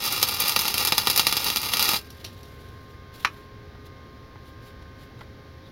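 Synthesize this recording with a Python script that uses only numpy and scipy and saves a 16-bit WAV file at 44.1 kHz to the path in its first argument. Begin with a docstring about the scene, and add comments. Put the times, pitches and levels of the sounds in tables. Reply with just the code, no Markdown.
"""Under a jacked-up car, a flux-core welder lays an overhead bead: filtered noise and random clicks make the arc's
sizzle, and molten drops burst as scattered clicks, all ringing in the gap between floor pan and concrete.
The arc stops, slag ticks, the dropped torch clacks and rings in decaying sines. Shaped noise strokes are a sleeve
rustling up to the helmet, with soft knocks and chirped squeaks. The welder's fan whines on: wavering sines over air noise."""
import sys
import numpy as np
from scipy import signal
from scipy.fft import rfft, irfft
from scipy.io import wavfile
from scipy.ndimage import uniform_filter1d

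SR = 44100
rng = np.random.default_rng(int(sys.argv[2]) if len(sys.argv) > 2 else 0)


def generate_wav(sig):
    """Save sig (samples, or channels by samples) to the path in sys.argv[1] as 16-bit PCM at SR."""
    pcm = np.round(np.clip(np.atleast_2d(sig).T, -1, 1) * 32767).astype(np.int16)
    wavfile.write(sys.argv[1], SR, pcm)


N = 251811
TIME = np.arange(N) / SR  # s
RING_SIZE = 8192  # samples in each impulse response
RING_TIME = np.arange(RING_SIZE) / SR  # s
FREQS = np.fft.rfftfreq(RING_SIZE, 1 / SR)  # Hz


def undb(db):
    """Decibels to gain."""
    return 10 ** (np.asarray(db) / 20)


def unit(x):
    """Scale to rms 1."""
    return x / np.sqrt(np.mean(x ** 2))


def unit_energy(h):
    """Scale an impulse response to energy 1."""
    return h / np.linalg.norm(h)


def walk(rate_hz):
    """Slow random curve of rms 1: random steps at the given rate, smoothed twice."""
    step = int(SR / rate_hz)
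    stairs = np.repeat(rng.standard_normal(N // step + 1), step)
    smooth = uniform_filter1d(uniform_filter1d(stairs, step), step)
    return unit(smooth[:N])


def bell(centre_s, spread_s):
    """Gaussian swell of peak 1; spread_s is its standard deviation."""
    return np.exp(-.5 * ((TIME - centre_s) / spread_s) ** 2)


def colour(points):
    """Gain at each of FREQS, interpolated over log frequency from (pitch_hz, level_db) points."""
    hz, db = np.transpose(points)
    return undb(np.interp(np.log(FREQS + 1), np.log(hz), db))


def response(gain):
    """Minimum-phase impulse response of unit energy, its spectrum shaped by the gains."""
    cepstrum = irfft(np.log(gain + 1e-6))
    # fold onto positive time: causal
    cepstrum[1:RING_SIZE // 2] *= 2
    cepstrum[RING_SIZE // 2 + 1:] = 0
    return unit_energy(irfft(np.exp(rfft(cepstrum))))


def through(x, h):
    """Pass a sound through an impulse response."""
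    return signal.fftconvolve(x, h)[:N]


def hiss(points):
    """Coloured noise from white noise through a filter of unit energy."""
    return through(rng.standard_normal(N), response(colour(points)))


def scatter(early_s, late_s, late_db, rise_s):
    """Dense reflections: a quick flurry from nearby parts, then a tail between car and ground."""
    rise = 1 - np.exp(-RING_TIME / rise_s)
    decay = np.exp(-RING_TIME / early_s) + undb(late_db) * np.exp(-RING_TIME / late_s)
    h = rng.standard_normal(RING_SIZE) * rise * decay
    # many paths together favour no broad band
    power = uniform_filter1d(abs(rfft(h)) ** 2, size=50)
    return unit_energy(signal.fftconvolve(h, response(power ** -.5))[:RING_SIZE])


def hits(rows, paths):
    """A click per row (start_s, level_db, treble_db) along its own path; dull ones are heavier in the bass."""
    out = np.zeros(N + RING_SIZE)
    for (start_s, level_db, treble_db), path in zip(rows, paths):
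        tilt = colour([(300, -treble_db), (3500, 0), (12000, treble_db)])
        # a unit-energy click averaged over 4 ms has the rms level_db
        size = undb(level_db) * np.sqrt(.004 * SR)
        start = int(start_s * SR)
        out[start:start + RING_SIZE] += size * signal.fftconvolve(path, response(tilt))[:RING_SIZE]
    return out[:N]


def taps(rows, points, early_s, late_s, late_db, rise_s):
    """Small contacts of one colour, scattered under the car."""
    paths = [scatter(early_s, late_s, late_db, rise_s) for _ in rows]
    return through(hits(rows, paths), response(colour(points)))


# fan tones: pitch_hz, level_db
FAN_TONES_HZ_DB = [(414.5, -61.5), (479, -71), (531.3, -63), (1062.4, -58), (1217, -64.5), (1518, -65),
                   (1593.6, -64.5), (2125, -69), (2656, -82.5), (3187, -75)]
# relative spectrum of fan air and outdoor rumble: pitch_hz, level_db
AIR_COLOUR_HZ_DB = [(20, -15), (45, -9.5), (78, 0), (115, -2.5), (190, -13.5), (255, -11), (420, -16),
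                    (650, -22), (950, -25), (1280, -28), (1850, -24), (2700, -33), (3900, -30),
                    (5600, -36.5), (7500, -50.5), (14000, -48)]


def fan(air_db=-45.0, drift=0.0013, flutter_db=2.5, gust_db=0.5):
    """Blade tones waver with fan speed over steady moving air; only the low rumble swells and sinks."""
    warped_time_s = np.cumsum(1 + drift * walk(5)) / SR
    tones = 0
    for pitch_hz, level_db in FAN_TONES_HZ_DB:
        level = np.sqrt(2) * undb(level_db + flutter_db * walk(5.2))  # level_db is rms
        tones = tones + level * np.sin(2 * np.pi * pitch_hz * warped_time_s)
    air = undb(air_db) * hiss(AIR_COLOUR_HZ_DB)
    rumble = signal.sosfiltfilt(signal.butter(2, 150, fs=SR, output="sos"), air)
    return tones + air - rumble + rumble * undb(gust_db * walk(15))


# big bursting drops: start_s, level_db (relative to the other pops), treble_db
POPS_S_DB = [(0.228, -9, 2.5), (0.2871, -17, 9), (0.4018, -14.5, 14), (0.482, -16, 4), (0.494, -14, 6),
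             (0.5621, -13, -2.5), (0.5914, -15, 4.5), (0.6178, -20, 4), (0.68, -17.5, 2), (0.741, -18, -1),
             (0.7798, -16, 3.5), (0.85, -14, 6), (0.8722, -14.5, 8), (0.9219, -13.5, -5.5),
             (0.9802, -10.5, 0.5), (1.0712, -13.5, -4.5), (1.0996, -13, 2), (1.1606, -14, 4.5),
             (1.176, -10, 4), (1.195, -10.5, -1), (1.2682, -10, 0), (1.3252, -15, 0), (1.3681, -16.5, -0.5),
             (1.4433, -17.5, 7), (1.5011, -18, -0.5), (1.56, -17, 1), (1.57, -18, 0.5), (1.7358, -14, -1.5),
             (1.7692, -19, 0), (1.7942, -16, 1.5), (1.8253, -14, 3.5), (1.89, -14, 0.5),
             (1.934, -20.5, -4.5)]
# runs where the wire feeds well and the arc fries harder: start_s, length_s, level_db (relative, as BURN_DB)
RUNS_S_DB = [(0.031, 0.046, -27.5), (0.113, 0.068, -28), (0.392, 0.13, -27.5), (0.59, 0.084, -32),
             (0.766, 0.12, -30.5), (1.444, 0.035, -27), (1.789, 0.21, -27)]
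BURN_DB, ARC_OFF_S, DIE_DB_PER_S = -31, 1.963, 601
AFTERGLOW_DB, COOL_DB_PER_S = -50.5, 67  # the hot pool fizzes on as it cools
RUN_ATTACK_S, RUN_RELEASE_S = 0.012, 0.009
FLARE_DB, FLARE_S = -15.5, 0.018  # flare_db is relative to the pop's table level


def burn_strength():
    """How hard the arc fries: steady, harder in runs, flaring as it restrikes, dying on trigger release."""
    power = undb(BURN_DB) ** 2
    for start_s, length_s, level_db in RUNS_S_DB:
        rise = np.clip((TIME - start_s) / RUN_ATTACK_S, 0, 1)
        fall = np.exp(-np.maximum(TIME - start_s - length_s, 0) / RUN_RELEASE_S)
        power = power + (undb(level_db) * rise * fall) ** 2
    for start_s, level_db, _ in POPS_S_DB:
        flare = undb(level_db + FLARE_DB) * np.exp(-abs(TIME - start_s) / FLARE_S)
        power = power + (TIME > start_s) * flare ** 2
    since_off_s = np.maximum(TIME - ARC_OFF_S, 0)
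    burning = np.sqrt(power) * undb(-DIE_DB_PER_S * since_off_s)
    afterglow = undb(AFTERGLOW_DB - COOL_DB_PER_S * since_off_s)
    return np.hypot(burning, afterglow)


def sizzle(strength, crackle_hz=380, spread_db=5.0, crackle_db=0, gas_db=-7, roar_db=-8, flutter_db=0.5):
    """Tiny discharges over hissing gas; added low-passed roar makes the burn duller than the bursts."""
    sizes = undb(spread_db * np.minimum(rng.exponential(size=N), 3))
    struck = rng.random(N) < crackle_hz / SR
    crackle = unit(struck * sizes * rng.choice([-1, 1], N))
    gas = rng.standard_normal(N) * undb(flutter_db * walk(90))
    burn = strength * (undb(crackle_db) * crackle + undb(gas_db) * gas)
    roar = signal.sosfilt(signal.butter(1, 1500, fs=SR, output="sos"), burn)
    return burn + undb(roar_db) * roar


SPITS_PER_S = 26  # inverse of the median gap
SPIT_DB, SPIT_SPREAD_DB = 4.5, 2  # relative to burn strength
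SPIT_TREBLE_DB, SPIT_TREBLE_SPREAD_DB = 5.5, 4


def spits(strength):
    """Small drops burst at uneven gaps, louder in a harder burn: rows (start_s, level_db, treble_db)."""
    chance = rng.standard_normal(size=(90, 3))
    starts_s = np.cumsum(np.exp(.5 * chance[:, 0])) / SPITS_PER_S
    burn_db = 20 * np.log10(np.interp(starts_s, TIME, strength))
    levels_db = burn_db + SPIT_DB + SPIT_SPREAD_DB * chance[:, 1]
    trebles_db = SPIT_TREBLE_DB + SPIT_TREBLE_SPREAD_DB * chance[:, 2]
    return [row for row in zip(starts_s, levels_db, trebles_db) if row[0] < ARC_OFF_S]


# arc spectrum between the resonances: pitch_hz, level_db
ARC_COLOUR_HZ_DB = [(50, -27.5), (150, -13.5), (300, -12), (620, -18), (1100, -15), (1650, -18), (2550, -8),
                    (3000, -19.5), (4500, -12.5), (6000, -11), (7500, -16.5), (9500, -17.5), (13000, -12.5),
                    (15500, -19.5)]
# underbody resonances around the arc: pitch_hz, width_hz (between points 4.8 dB down), level_db
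UNDERBODY_HZ_DB = [(501, 58, -11.5), (880, 260, -7.5), (1227, 124, -2.5), (1397, 51, -6.5),
                   (1906, 81, -6.5), (2140, 45, -6.5), (2380, 51, -2.5), (2784, 220, -2),
                   (3162, 74.5, -4.5), (3447, 98, 1.5), (3867, 170, 0.5), (4073, 64, 0), (4436, 130, -2),
                   (4766, 234, 0), (5243, 200, -1.5), (6210, 320, -11.5), (8810, 380, -7.5),
                   (10080, 300, -12), (10800, 620, -9.5), (11900, 350, -13), (13300, 290, -9),
                   (12700, 130, -8), (14170, 470, -8), (15660, 140, -13)]


def arc(pop_db=1, shared=0.36, early_s=0.0011, late_s=0.011, late_db=-17.5, rise_s=0.000608):
    """The sizzle is broken by bursting drops; all of it rings the underbody."""
    strength = burn_strength()
    shape = early_s, late_s, late_db, rise_s
    common = scatter(*shape)
    # the arc wanders over the pool and reaches the car by more than one way
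    burn = through(sizzle(strength), common) + through(sizzle(strength), scatter(*shape))
    burn = burn / np.sqrt(2)
    # each drop bursts at its own spot: only part of the reflections stays the same
    drops = list(POPS_S_DB) + spits(strength)
    paths = [np.sqrt(shared) * common + np.sqrt(1 - shared) * scatter(*shape) for _ in drops]
    power = colour(ARC_COLOUR_HZ_DB) ** 2
    for pitch_hz, width_hz, level_db in UNDERBODY_HZ_DB:
        power = power + undb(2 * level_db) / (1 + (2 * (FREQS - pitch_hz) / width_hz) ** 2) ** 1.58
    return through(burn + undb(pop_db) * hits(drops, paths), response(np.sqrt(power)))


# cooling slag and falling spatter: start_s, level_db, treble_db
SLAG_S_DB = [(2.103, -37, 6), (2.2435, -34.5, -1), (2.247, -31, -3), (2.262, -41, -5), (2.431, -43.5, 5),
             (2.685, -52, 3)]
# slag spectrum: pitch_hz, level_db
SLAG_COLOUR_HZ_DB = [(300, -3), (1500, -11), (2300, -6), (2800, 0.5), (3600, 1), (4450, 3), (5050, -4),
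                     (5700, 4.5), (6500, -12), (11000, -8), (16000, -16)]


def slag():
    """Cooling slag and falling spatter tick: bright clicks scattered under the car."""
    return taps(SLAG_S_DB, SLAG_COLOUR_HZ_DB, early_s=0.0036, late_s=0.027, late_db=-12, rise_s=.0005)


# strokes of sleeve and glove: centre_s, spread_s, level_db (relative)
RUSTLES_S_DB = [(2.198, 0.024, -56), (2.42, 0.27, -57), (2.915, 0.02, -63), (3.15, 0.013, -52),
                (3.216, 0.038, -47.5), (3.372, 0.051, -59), (3.865, 0.011, -52.5), (4.482, 0.031, -59),
                (4.672, 0.032, -54), (5.02, 0.033, -57.5), (5.215, 0.025, -63), (5.69, 0.032, -64)]
# cloth spectrum: pitch_hz, level_db
CLOTH_COLOUR_HZ_DB = [(300, 7.5), (1500, -0.5), (3800, 9), (6500, -3), (10000, -2.5), (13500, -1),
                      (16000, -6)]


def sleeve(grain_db=2, catch_db=1.0):
    """Cloth slides in short strokes, its fibres catching unevenly."""
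    speed = sum(undb(level_db) * bell(centre_s, spread_s) for centre_s, spread_s, level_db in RUSTLES_S_DB)
    catching = unit(undb(grain_db * walk(120) + catch_db * walk(900)))
    return speed * hiss(CLOTH_COLOUR_HZ_DB) * catching


# torch landing and bounces: start_s, level_db, treble_db
TORCH_HITS_S_DB = [(3.2477, -13, 0), (3.2537, -21, -2), (3.272, -34, -7)]
# torch ringing modes: pitch_hz, level_db (relative), t60_s
TORCH_MODES_HZ_DB_S = [(1136, -11, 0.14), (1270, -7, 0.1), (1782, -8, 0.092), (2202, -18, 0.16),
                       (2390, 0, 0.046), (2466, -7, 0.083), (3004, -13, 0.088), (3984, -16, 0.097),
                       (4500, -21, 0.091), (5346, -18, 0.076), (5792, -16, 0.054)]
# clack spectrum: pitch_hz, level_db
TORCH_COLOUR_HZ_DB = [(100, -13), (620, -17), (850, -2.5), (1200, 5), (1800, -0.5), (2350, 3), (3300, -9.5),
                      (4400, -9.5), (5000, -12), (5700, -9.5), (7400, -27.5), (11000, -24.5), (16000, -40)]


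def torch(ring_db=-8):
    """The plastic handle clacks on concrete and the nozzle rings briefly in decaying modes."""
    ring = 0
    for pitch_hz, level_db, t60_s in TORCH_MODES_HZ_DB_S:
        phase = rng.uniform(0, 2 * np.pi)
        decay = undb(level_db - 60 * RING_TIME / t60_s)
        ring = ring + decay * np.sin(2 * np.pi * pitch_hz * RING_TIME + phase)
    clack = taps(TORCH_HITS_S_DB, TORCH_COLOUR_HZ_DB, early_s=.002, late_s=.018, late_db=-23, rise_s=.001)
    rings = hits(TORCH_HITS_S_DB, [unit_energy(ring)] * len(TORCH_HITS_S_DB))
    return clack + undb(ring_db) * rings


# soft knocks of arm and helmet: start_s, level_db, treble_db
KNOCKS_S_DB = [(3.364, -48, 1), (3.748, -52, -11), (4.356, -48.5, -18), (4.822, -43, 7), (5.19, -43, 6),
               (5.208, -42.5, -7.5), (5.213, -45, -13)]
# knock spectrum: pitch_hz, level_db
KNOCK_COLOUR_HZ_DB = [(150, 0), (550, -14), (950, 3.5), (1200, -6), (1450, 2), (1700, -9), (2000, 1),
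                      (2500, -14), (3300, -6.5), (7000, -24), (16000, -36.5)]


def knocks():
    """Arm and helmet knock softly: clicks weighted to the low mids, scattered under the car."""
    return taps(KNOCKS_S_DB, KNOCK_COLOUR_HZ_DB, early_s=0.0031, late_s=.012, late_db=-15, rise_s=0.0013)


# faint squeaks as the helmet tips up: centre_s, spread_s, pitch_hz, glide_hz_per_s, level_db (peak)
SQUEAKS_S_HZ_DB = [(5.664, .018, 3760, -9000, -56), (5.665, .009, 4570, -3, -62)]


def squeaks(rough=.04):
    """Short rubbing chirps with an unsteady pitch."""
    out = 0
    for centre_s, spread_s, pitch_hz, glide_hz_per_s, level_db in SQUEAKS_S_HZ_DB:
        unsteady_hz = (pitch_hz + glide_hz_per_s * (TIME - centre_s)) * (1 + rough * walk(300))
        chirp = np.sin(2 * np.pi * np.cumsum(unsteady_hz) / SR)
        out = out + undb(level_db) * bell(centre_s, spread_s) * chirp
    return out


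def scene():
    """The fan runs throughout; the weld is followed by the small sounds of putting the torch away."""
    return (fan() + arc() + slag() + sleeve() + torch() + knocks() + squeaks())[None]


def record(dry, notch_hz=8294, notch_width_hz=1300, top_hz=15850):
    """The microphone port cancels one narrow treble band; the loudest peaks are rounded and the top is cut."""
    rounded = np.tanh(dry)
    ported = signal.lfilter(*signal.iirnotch(notch_hz, notch_hz / notch_width_hz, fs=SR), rounded)
    return signal.sosfilt(signal.ellip(10, .2, 70, top_hz, fs=SR, output="sos"), ported)


dry = scene()
out = record(dry)
generate_wav(out)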